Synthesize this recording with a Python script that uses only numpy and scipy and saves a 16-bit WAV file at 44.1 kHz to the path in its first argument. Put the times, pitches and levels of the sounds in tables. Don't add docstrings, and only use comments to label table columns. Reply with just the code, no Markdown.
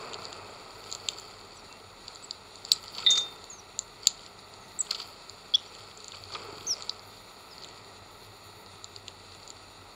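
import sys
import numpy as np
from scipy import signal
from scipy.fft import rfft, irfft, next_fast_len
from scipy.io import wavfile
from scipy.ndimage import uniform_filter1d

SR = 44100
rng = np.random.default_rng(int(sys.argv[2]) if len(sys.argv) > 2 else 0)


def digitize_waveform(pressure):
    field = np.atleast_2d(pressure).T
    bounded = np.clip(field, -1, 1)
    quanta = np.round(bounded * 32767).astype(np.int16)
    wavfile.write(sys.argv[1], SR, quanta)


N = 438794

# frequency in Hz, relative density in dB per Hz.
WING_SPECTRUM = [(71, -44), (120, -7), (150, -7), (200, -11), (307, -10), (418, 2.5), (494, -3.5),
                 (905, -3.5), (1060, -4.5), (1310, -1.5), (1720, -17.5), (2600, -8.5), (3380, -41),
                 (5720, -120)]
# frequency in Hz, relative density in dB per Hz.
HUSK_SPECTRUM = [(590, -36), (1000, -76), (1300, 3.5), (1600, -23.5), (2250, -7), (2890, -13), (3150, -3),
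                 (4080, -12), (4450, 7.5), (6180, -25.5), (7140, -6), (8090, -14.5), (8410, -61),
                 (9170, -24), (10000, -43), (13000, -57), (22000, -120)]


def amp(db):
    return 10 ** (np.asarray(db) / 20)


def evened(x):
    return x / np.sqrt(np.mean(x ** 2) + 1e-20)


def curve(rows):
    s, *columns = np.transpose(rows)
    return [np.interp(np.arange(N) / SR, s, column) for column in columns]


def add(mix, s, sound):
    part = mix[round(s * SR):][:len(sound)]
    part += sound[:len(part)]


def colour(x, points):
    size = next_fast_len(len(x))
    hz, db = np.transpose(points)
    bins_hz = np.fft.rfftfreq(size, 1 / SR)
    gain_db = np.interp(np.log(bins_hz + 1), np.log(hz + 1), db, -150, -150)
    return irfft(rfft(x, size) * amp(gain_db), size)[:len(x)]


def wander(per_s):
    steps = rng.standard_normal(int(N / SR * per_s) + 2)
    return evened(np.interp(np.arange(N) * per_s / SR, np.arange(len(steps)), steps))


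def air():
    # frequency in Hz, relative density in dB per Hz.
    low_spectrum = [(8.8, -41), (15, -10), (75, -3.5), (140, -3), (329, -3.5), (441, -3), (510, -36.5),
                    (616, -5.5), (955, -1), (1080, -15), (1310, 0.5), (1580, -22), (1750, -14), (1940, -3),
                    (2200, -12.5), (2860, -51), (4840, -120)]
    high_spectrum = [(1290, -49), (2200, -13), (2740, -3.5), (2970, -12.5), (3620, 0), (4510, 3),
                     (5140, -16), (5710, -8.5), (6150, -23.5), (6720, -4.5), (7120, -4.5), (8310, -27),
                     (9310, -5.5), (10500, -31), (15400, -34)]
    # start in seconds, end in seconds, level in dB.
    top_spells = [(0.7, 1.3, -67), (2.75, 3.36, -68), (4.7, 5.13, -67), (6.52, 6.75, -68),
                  (7.05, 7.61, -67), (8.1, 8.65, -68)]
    # time in seconds, level in dB before flicker.
    hum_levels = [(0.0, -72), (0.25, -62), (1.8, -70), (1.85, -60), (2.08, -68), (4.68, -65), (4.82, -79),
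                  (5.04, -64), (6.12, -67), (6.18, -61), (7.26, -63), (7.32, -78), (7.4, -71), (8.29, -59),
                  (9.81, -61), (9.95, -71)]
    low_db, high_db = -57, -55.5
    top_rest_db, top_fade_s = -74, .05

    low = amp(low_db + 1.4 * wander(3)) * evened(colour(rng.standard_normal(N), low_spectrum))
    high = amp(high_db + 1.16 * wander(30)) * evened(colour(rng.standard_normal(N), high_spectrum))

    top_spectrum = [(9800, 1), (10300, -2), (11500, -8), (12500, -4), (15800, -7)]  # Hz, relative dB
    top = evened(colour(rng.standard_normal(N), top_spectrum))
    t = np.arange(N) / SR
    top_db = np.full(N, float(top_rest_db))
    for start, end, db in top_spells:
        presence = np.clip(np.minimum(t - start, end - t) / top_fade_s + .5, 0, 1)
        top_db += (db - top_rest_db) * presence
    out = low + high + amp(top_db + 2.3 * wander(40) + 1.4 * wander(130)) * top

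    # level in dB, centre in Hz, rms pitch waver in Hz, rms flicker in dB
    tones = [(curve(hum_levels)[0], 96.5, 3.2, 4.0),
             (-68.5 + 1.6 * wander(4), 40.3, 1.5, 1.5),
             (-72.5 + 1.6 * wander(5), 193.5, 3.0, 3.0)]
    for db, hz, waver_hz, flicker_db in tones:
        turn = 2 * np.pi * np.cumsum(hz + waver_hz * wander(21)) / SR
        out += np.sqrt(2) * amp(db + flicker_db * wander(45)) * np.sin(turn)
    return out


def bustle():
    # height in seconds, seconds to gain 10 dB, seconds to lose 10 dB,
    # level of wing-coloured noise in dB, level of husk-coloured noise in dB.
    bouts = [(0.01, .02, .75, -42.5, -48), (0.95, .15, .05, -50, -47), (1.07, .06, .5, -50, -48),
             (2.1, .2, .5, -57, -56), (2.74, .08, .06, -53, -43), (2.85, .04, .1, -53, -47),
             (2.99, .05, .08, -47, -40), (3.1, .03, .05, -45, -52), (3.17, .05, .2, -47, -49),
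             (4.07, .05, .04, -65, -42), (4.22, .15, .1, -65, -53), (4.9, .1, .5, -53, -52),
             (4.93, .04, .12, -58, -43), (5.02, .06, .03, -56, -45), (5.75, .4, .6, -55.5, -53),
             (6.15, .04, .1, -54, -49), (6.34, .04, .45, -45, -47), (6.79, .15, .2, -51, -49),
             (7.67, .3, .4, -58, -56), (9.5, .6, .3, -65, -58)]
    calm_db = (-54.3, -67)
    t = np.arange(0, N / SR + .01, .005)
    power = amp(calm_db)[:, None] ** 2
    for s, rise, fade, *db in bouts:
        drop_db = 10 * np.maximum((s - t) / rise, (t - s) / fade)
        power = power + amp(np.array(db)[:, None] - drop_db) ** 2
    return curve(np.c_[t, np.sqrt(power).T])


def stir():
    beats_per_s, grains_per_s = 28, 1800
    wings_gain, husks_gain = bustle()
    strokes = np.cumsum(beats_per_s * (1 + 0.1026 * wander(3))) / SR
    throb = amp(1.33 * np.cos(2 * np.pi * strokes))
    wings = evened(colour(rng.standard_normal(N), WING_SPECTRUM) * throb)

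    sizes = amp(1.8 * np.minimum(rng.exponential(1, N), 5))
    grains = sizes * (rng.random(N) < grains_per_s / SR) * rng.standard_normal(N)
    scrapes = signal.lfilter([1], [1, -.97], abs(grains)) * rng.standard_normal(N)
    husks = evened(colour(scrapes, HUSK_SPECTRUM))
    return wings_gain * wings + husks_gain * husks


def causal(gain):
    log = np.log(np.concatenate([gain, gain[-2:0:-1]]) + 1e-4)
    return np.exp(log - 1j * signal.hilbert(log).imag)[:len(gain)]


def snaps():
    # time in seconds, peak near 4.5 kHz in dB,
    # peak of the dull part in dB, peak near 7 kHz in dB.
    crack_hits = [(0.1328, -39, -27, -32), (0.142, -21.5, -26, -28), (0.2198, -32, -45, -52),
                  (0.2464, -31, -47, -46), (0.253, -22, -45, -27.5), (0.3275, -25, -27.5, -28),
                  (0.84, -34, -36, -52), (0.906, -38, -51, -38), (0.9148, -24, -42, -27),
                  (0.9249, -16.5, -32, -20.5), (0.9493, -23, -36, -20), (1.0862, -12, -10, -12.5),
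                  (1.1843, -28, -40, -31), (1.1974, -35, -48, -32), (1.726, -32, -54, -32.5),
                  (2.0803, -23.5, -32, -29.5), (2.1487, -43, -50, -35), (2.1575, -30, -54, -33),
                  (2.2257, -37, -52, -39), (2.3088, -18, -34, -24), (2.556, -31, -45, -36),
                  (2.65, -22.5, -48, -25.5), (2.7174, 0.1, -13, -11), (2.8385, -32, -36, -35),
                  (2.8802, -27, -48, -60), (3.441, -30, -37, -35), (3.7904, -13.5, -30, -10),
                  (4.07, -1.2, -11, 0.1), (4.1925, -40, -37, -56), (4.2624, -31, -35, -36.5),
                  (4.3898, -34.5, -53, -57), (4.538, -33.5, -50, -38), (4.9104, -13, -35, -23),
                  (5.296, -24, -49, -28.5), (5.7502, -46, -33.5, -40), (5.806, -40, -36, -56),
                  (5.913, -42, -40, -50), (5.9737, -50, -54, -34), (6.0036, -33, -53, -36),
                  (6.0436, -28, -48, -30), (6.0813, -27, -39, -27), (6.1197, -41, -29.5, -39),
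                  (6.1887, -40, -47, -50), (6.2373, -28, -34, -45), (6.581, -34, -32, -48),
                  (6.6083, -42, -32, -57), (6.8228, -22, -43, -27), (6.894, -14.5, -27, -24.5),
                  (6.9943, -32, -51, -55), (7.5804, -31.5, -42, -50), (7.636, -29, -47, -49),
                  (7.645, -39, -28.5, -36), (7.687, -33, -39, -37), (8.6617, -35, -48, -50),
                  (8.8435, -23, -54, -25), (8.9615, -25, -36, -31.5), (9.0807, -24, -23.5, -27.5),
                  (9.336, -36.5, -48, -49), (9.3484, -44, -40, -39), (9.431, -36, -54, -58),
                  (9.476, -30, -43, -31), (9.5027, -27, -36, -29)]
    # time in seconds, peak near 4.5 kHz in dB, peak of the dull part in dB.
    scuff_hits = [(2.948, -29, -33), (2.9807, -21, -25), (3.0233, -38, -31), (4.865, -41, -36),
                  (4.9065, -16.5, -21.5), (4.9174, -35, -37), (4.9274, -32, -37), (4.9456, -23, -24),
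                  (4.9594, -34, -45), (4.98, -38, -37), (4.999, -24, -27), (5.0159, -25, -31),
                  (5.025, -33, -44), (6.147, -35.5, -35), (6.3199, -32, -33), (6.336, -28, -39),
                  (6.3471, -25, -25), (6.3644, -35, -47), (7.621, -36, -45), (7.708, -48, -40),
                  (9.3182, -39, -46)]
    # time in seconds, peak above 8.4 kHz in dB.
    top_hits = [(0.9249, -52), (1.0862, -46), (2.7174, -14), (3.7904, -45), (4.07, -13), (4.9065, -38),
                (4.9104, -27)]
    crack_ms, ms_per_dull_db, shortest_ms = .6, .013, .3
    scuff_ms, scuff_high_db = 2.1, -18
    top_ms, mute_db = 1.2, -150
    nibbles_per_s, nibble_db, nibble_spread_db = 2.5, (-42, -48, -50), 4

    draws = rng.random((40, 4))
    nibble_s = np.cumsum(-np.log(1 - draws[:, 0])) / nibbles_per_s
    nibbles = np.c_[nibble_s, nibble_db + nibble_spread_db * (2 * draws[:, 1:] - 1)]

    rows = []
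    for row in [*crack_hits, *nibbles]:
        ms = max(crack_ms + ms_per_dull_db * (row[2] - row[1]), shortest_ms)
        rows.append((*row, mute_db, ms))
    for s, db, dull_db in scuff_hits:
        rows.append((s, db, dull_db, db + scuff_high_db, mute_db, scuff_ms))
    for s, db in top_hits:
        rows.append((s, mute_db, mute_db, mute_db, db, top_ms))
    return rows


def cracks():
    # frequency in Hz, relative density in dB per Hz.
    resonances = [(900, -34), (1300, -33), (2100, -24), (3300, -4), (4470, 8.5), (4850, 4), (5500, -9),
                  (6100, -4), (7080, 7.5), (7700, -2), (8400, -34), (9540, -11), (10500, -26), (12000, -24),
                  (14200, -21), (15800, -27)]
    # lower edge in Hz, upper edge in Hz.
    part_edges = [(3700, 5700), (2000, 3600), (5700, 8400), (8400, 20000)]
    evenness = .6

    out, t = np.zeros(N), np.arange(1024) / SR
    hz = np.fft.rfftfreq(2048, 1 / SR) + 1
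    body_hz, body_db = np.transpose(resonances)
    body = amp(np.interp(np.log(hz), np.log(body_hz), body_db))
    parts = [causal(body / (1 + (lo / hz) ** 8) / (1 + (hz / hi) ** 8)) for lo, hi in part_edges]

    rows = snaps()
    for (s, *parts_db, ms), noise in zip(rows, rng.standard_normal((len(rows), len(t)))):
        u = t * 1000 / ms
        envelope = u * np.exp(-u) + 0.019 * np.exp(-t / .003)
        burst = rfft(noise * envelope, 2048)
        burst = burst / uniform_filter1d(abs(burst), size=15) ** evenness
        for db, ring in zip(parts_db, parts):
            part = irfft(burst * ring)[:len(t)]
            add(out, s, amp(db) * part / abs(signal.hilbert(part)).max())
    return out


def whistle(start, length, first_hz, last_hz, db, loudest, bend):
    ends_db = -14
    u = np.linspace(0, 1, 12)
    distance = np.interp(u, [0, loudest, 1], [1, 0, 1]) ** 1.5
    pitch = first_hz + (last_hz - first_hz) * u ** bend
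    return np.c_[start + length * u, pitch, db + ends_db * distance]


def calls():
    # time in seconds, pitch in Hz, level in dB.
    near_calls = [
        [(3.495, 6655, -60), (3.503, 7000, -41), (3.527, 6480, -50), (3.571, 6350, -57), (3.605, 5600, -45)],
        [(4.789, 7050, -30), (4.794, 7900, -31), (4.801, 8020, -33), (4.806, 7900, -22), (4.811, 7480, -23),
         (4.818, 6800, -33)],
        [(5.538, 4100, -28), (5.5395, 3400, -24), (5.543, 3200, -22), (5.549, 3440, -14.5),
         (5.556, 3410, -19.5), (5.561, 3770, -30)],
        [(5.538, 4500, -25), (5.543, 4470, -37), (5.546, 4750, -27), (5.55, 5200, -35), (5.555, 5700, -24.5),
         (5.559, 5760, -49)],
        [(6.667, 5600, -25), (6.672, 6370, -35), (6.68, 6470, -31), (6.69, 6100, -33), (6.712, 5580, -25),
         (6.731, 5230, -30), (6.744, 4700, -36)],
    ]
    # start in seconds, length in seconds, first pitch in Hz,
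    # last pitch in Hz, level in dB, share of the length at which it is loudest,
    # bend (1 is a straight glide, more holds the pitch and then drops).
    far_whistles = [(0.5, .015, 7914, 7000, -52, .55, 1), (1.545, .07, 6438, 5380, -58, .65, .9),
                    (1.56, .022, 8000, 6940, -50, .65, 3), (1.69, .1, 2650, 2725, -54, .35, .3),
                    (1.71, .06, 2240, 2220, -62, .2, 1), (2.228, .027, 7920, 7100, -45, .65, 4),
                    (2.721, .017, 8050, 6850, -27, .8, 4), (4.205, .07, 6480, 5530, -63, .75, 1),
                    (4.6, .1, 6640, 5930, -65, .15, 1), (5.665, .04, 5920, 5600, -60, .4, 1),
                    (7.498, .042, 5600, 4720, -52, .75, 1)]
    overtone_db = 3.5

    out, air_db = np.zeros(N), 3.2 * wander(150)
    for rows in near_calls + [whistle(*row) for row in far_whistles]:
        s, hz, db = np.transpose(rows)
        t = np.arange(s[0], s[-1], 1 / SR)
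        pitch, size = np.interp(t, s, hz), amp(np.interp(t, s, db))
        faintness = np.clip((-32 - db.max()) / 12, 0, 1)
        size *= amp(air_db[round(s[0] * SR):][:len(t)] * faintness)
        turn = 2 * np.pi * np.cumsum(pitch) / SR
        octave_band = 1 / (1 + (pitch / 6800) ** 16) / (1 + (4900 / pitch) ** 12)
        octave = amp(overtone_db) * size * octave_band
        tone = np.sin(turn) + octave * np.sin(2 * turn)
        add(out, s[0], np.sqrt(2) * size * tone * signal.windows.tukey(len(t), .1))
    return out


def puffs():
    # start in seconds, noise level below 700 Hz in dB,
    # noise level above in dB (both before the burst's envelope), time to the burst's height in ms.
    landings = [(2.986, -40, -31, 2.9), (3.028, -41, -35, 4.5), (4.91, -46, -29.5, 4.9),
                (4.947, -45, -44, 2.8), (4.999, -53, -34.5, 3.8), (6.133, -58, -36, 4.9),
                (6.301, -51, -41, 4.1), (6.348, -39, -26.5, 5.2)]
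    # start in seconds, level in dB (the push peaks about 4 dB lower).
    overload_thumps = [(4.07, -22)]
    leave_s, leave_strokes, leave_per_s, leave_ms = 6.403, 9, 24.3, 4.5
    leave_db, leave_fade_db_per_s = (-36, -44), -14

    out, t = np.zeros(N), np.arange(2048) / SR
    for s, db in overload_thumps:
        add(out, s, amp(db) * np.e * t / 0.0003 * np.exp(-t / 0.00018))

    rows = list(landings)
    for s in np.arange(leave_strokes) / leave_per_s:
        rows.append((leave_s + s, *np.add(leave_db, leave_fade_db_per_s * s), leave_ms))
    deep = [point for point in WING_SPECTRUM if point[0] < 700]
    sharp = [point for point in WING_SPECTRUM if point[0] >= 700]
    for (s, deep_db, sharp_db, ms), noise in zip(rows, rng.standard_normal((len(rows), len(t)))):
        u = t * 1000 / ms
        gust = amp(deep_db) * evened(colour(noise, deep))
        gust += amp(sharp_db) * evened(colour(noise, sharp))
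        add(out, s, gust * u * np.exp(-u))
    return out


def cage():
    # frequency in Hz, relative level in dB, time to fall 60 dB in seconds.
    wires = [(2020, -11.5, 0.03), (2340, -16, .02), (3418, -11, 0.025), (3628, -2, 0.31), (3712, -7, 0.14),
             (3805, -0.5, 0.055), (4080, -11, .04), (4250, -12, .03), (4250, -15, .04), (5794, -10, 0.036),
             (6350, -13, 0.068), (6528, -12.5, .07), (6912, -17, 0.06), (6722, -9, .085), (7000, -20, .04),
             (7750, -24, 0.09), (7650, -24, 0.061), (7500, -29, .05)]
    # time in seconds, drive of the long wires in dB, drive of the short
    # wires in dB, level of the tick itself in dB, time to the height of the chatter in ms.
    knocks = [(3.047, -36, -57, -61, 1.5), (3.0635, -11, -56, -51, 1), (3.0685, -26, -51, -52, 1.5),
              (3.091, -19.5, -55, -58, 1.5), (3.103, -35, -11.5, -52, 3.3), (3.112, -21, -20.5, -48, 5.4),
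              (3.132, -49, -33, -50, 3.3), (3.152, -51, -25, -42, 3.5), (3.172, -33, -40, -43, 1.4),
              (3.17563, -21, -16, -43, 2), (3.2, -34, -33, -51, 8.5)]
    t = np.arange(SR // 2) / SR
    rings = np.array([amp(db - 60 * t / t60) * np.sin(2 * np.pi * hz * t) for hz, db, t60 in wires])
    short = np.array(wires)[:, 0] > 5000
    long = rings[~short].sum(0) * (1 - np.exp(-(t / 0.0013) ** 2))

    out = np.zeros(N)
    noises = rng.standard_normal((len(knocks), short.sum() + 1, 4096))
    for (s, long_db, short_db, tick_db, ms), noise in zip(knocks, noises):
        u = t[:4096] * 1000 / ms
        chatter = noise * u * np.exp(-u)
        chatter /= np.linalg.norm(chatter, axis=1)[:, None]
        rattle = signal.fftconvolve(rings[short], chatter[1:], axes=1).sum(0)
        tick = evened(colour(chatter[0], HUSK_SPECTRUM)) * signal.windows.tukey(4096, .01)
        add(out, s, amp(long_db) * long)
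        add(out, s, amp(short_db) * rattle)
        add(out, s, amp(tick_db) * tick)
    return signal.sosfilt(signal.butter(3, (7950, 9100), "bandstop", fs=SR, output="sos"), out)


def yard(x, t60, early_db, blur):
    t = np.arange(SR // 4) / SR
    decay = amp(-60 * t / t60) + amp(early_db - 60 * t / 0.021)
    tail = rng.standard_normal(len(t)) * decay * (t > .002)
    tail = signal.lfilter(*signal.butter(4, 9000, fs=SR), tail)
    echo = signal.fftconvolve(x, tail / np.linalg.norm(tail))[:N]
    return echo * (1 - blur + blur * wander(900))


def scene():
    echo_db = (-18, -21.5, -17)
    near, far, wires = cracks(), calls(), cage()
    echoes = amp(echo_db) @ [yard(near, 0.19, 5.5, blur=0.13),
                             yard(far, 0.28, 0, blur=1.0),
                             yard(wires, 0.2, 0, blur=.15)]
    return (near + far + wires + echoes + puffs() + stir() + air())[None]


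def record(dry):
    edge_hz = 15720
    lowpass = signal.firwin(1023, edge_hz, window=("kaiser", 9), fs=SR)
    return signal.oaconvolve(np.clip(dry, -1, 1), lowpass[None], "same")


dry = scene()
out = record(dry)
digitize_waveform(out)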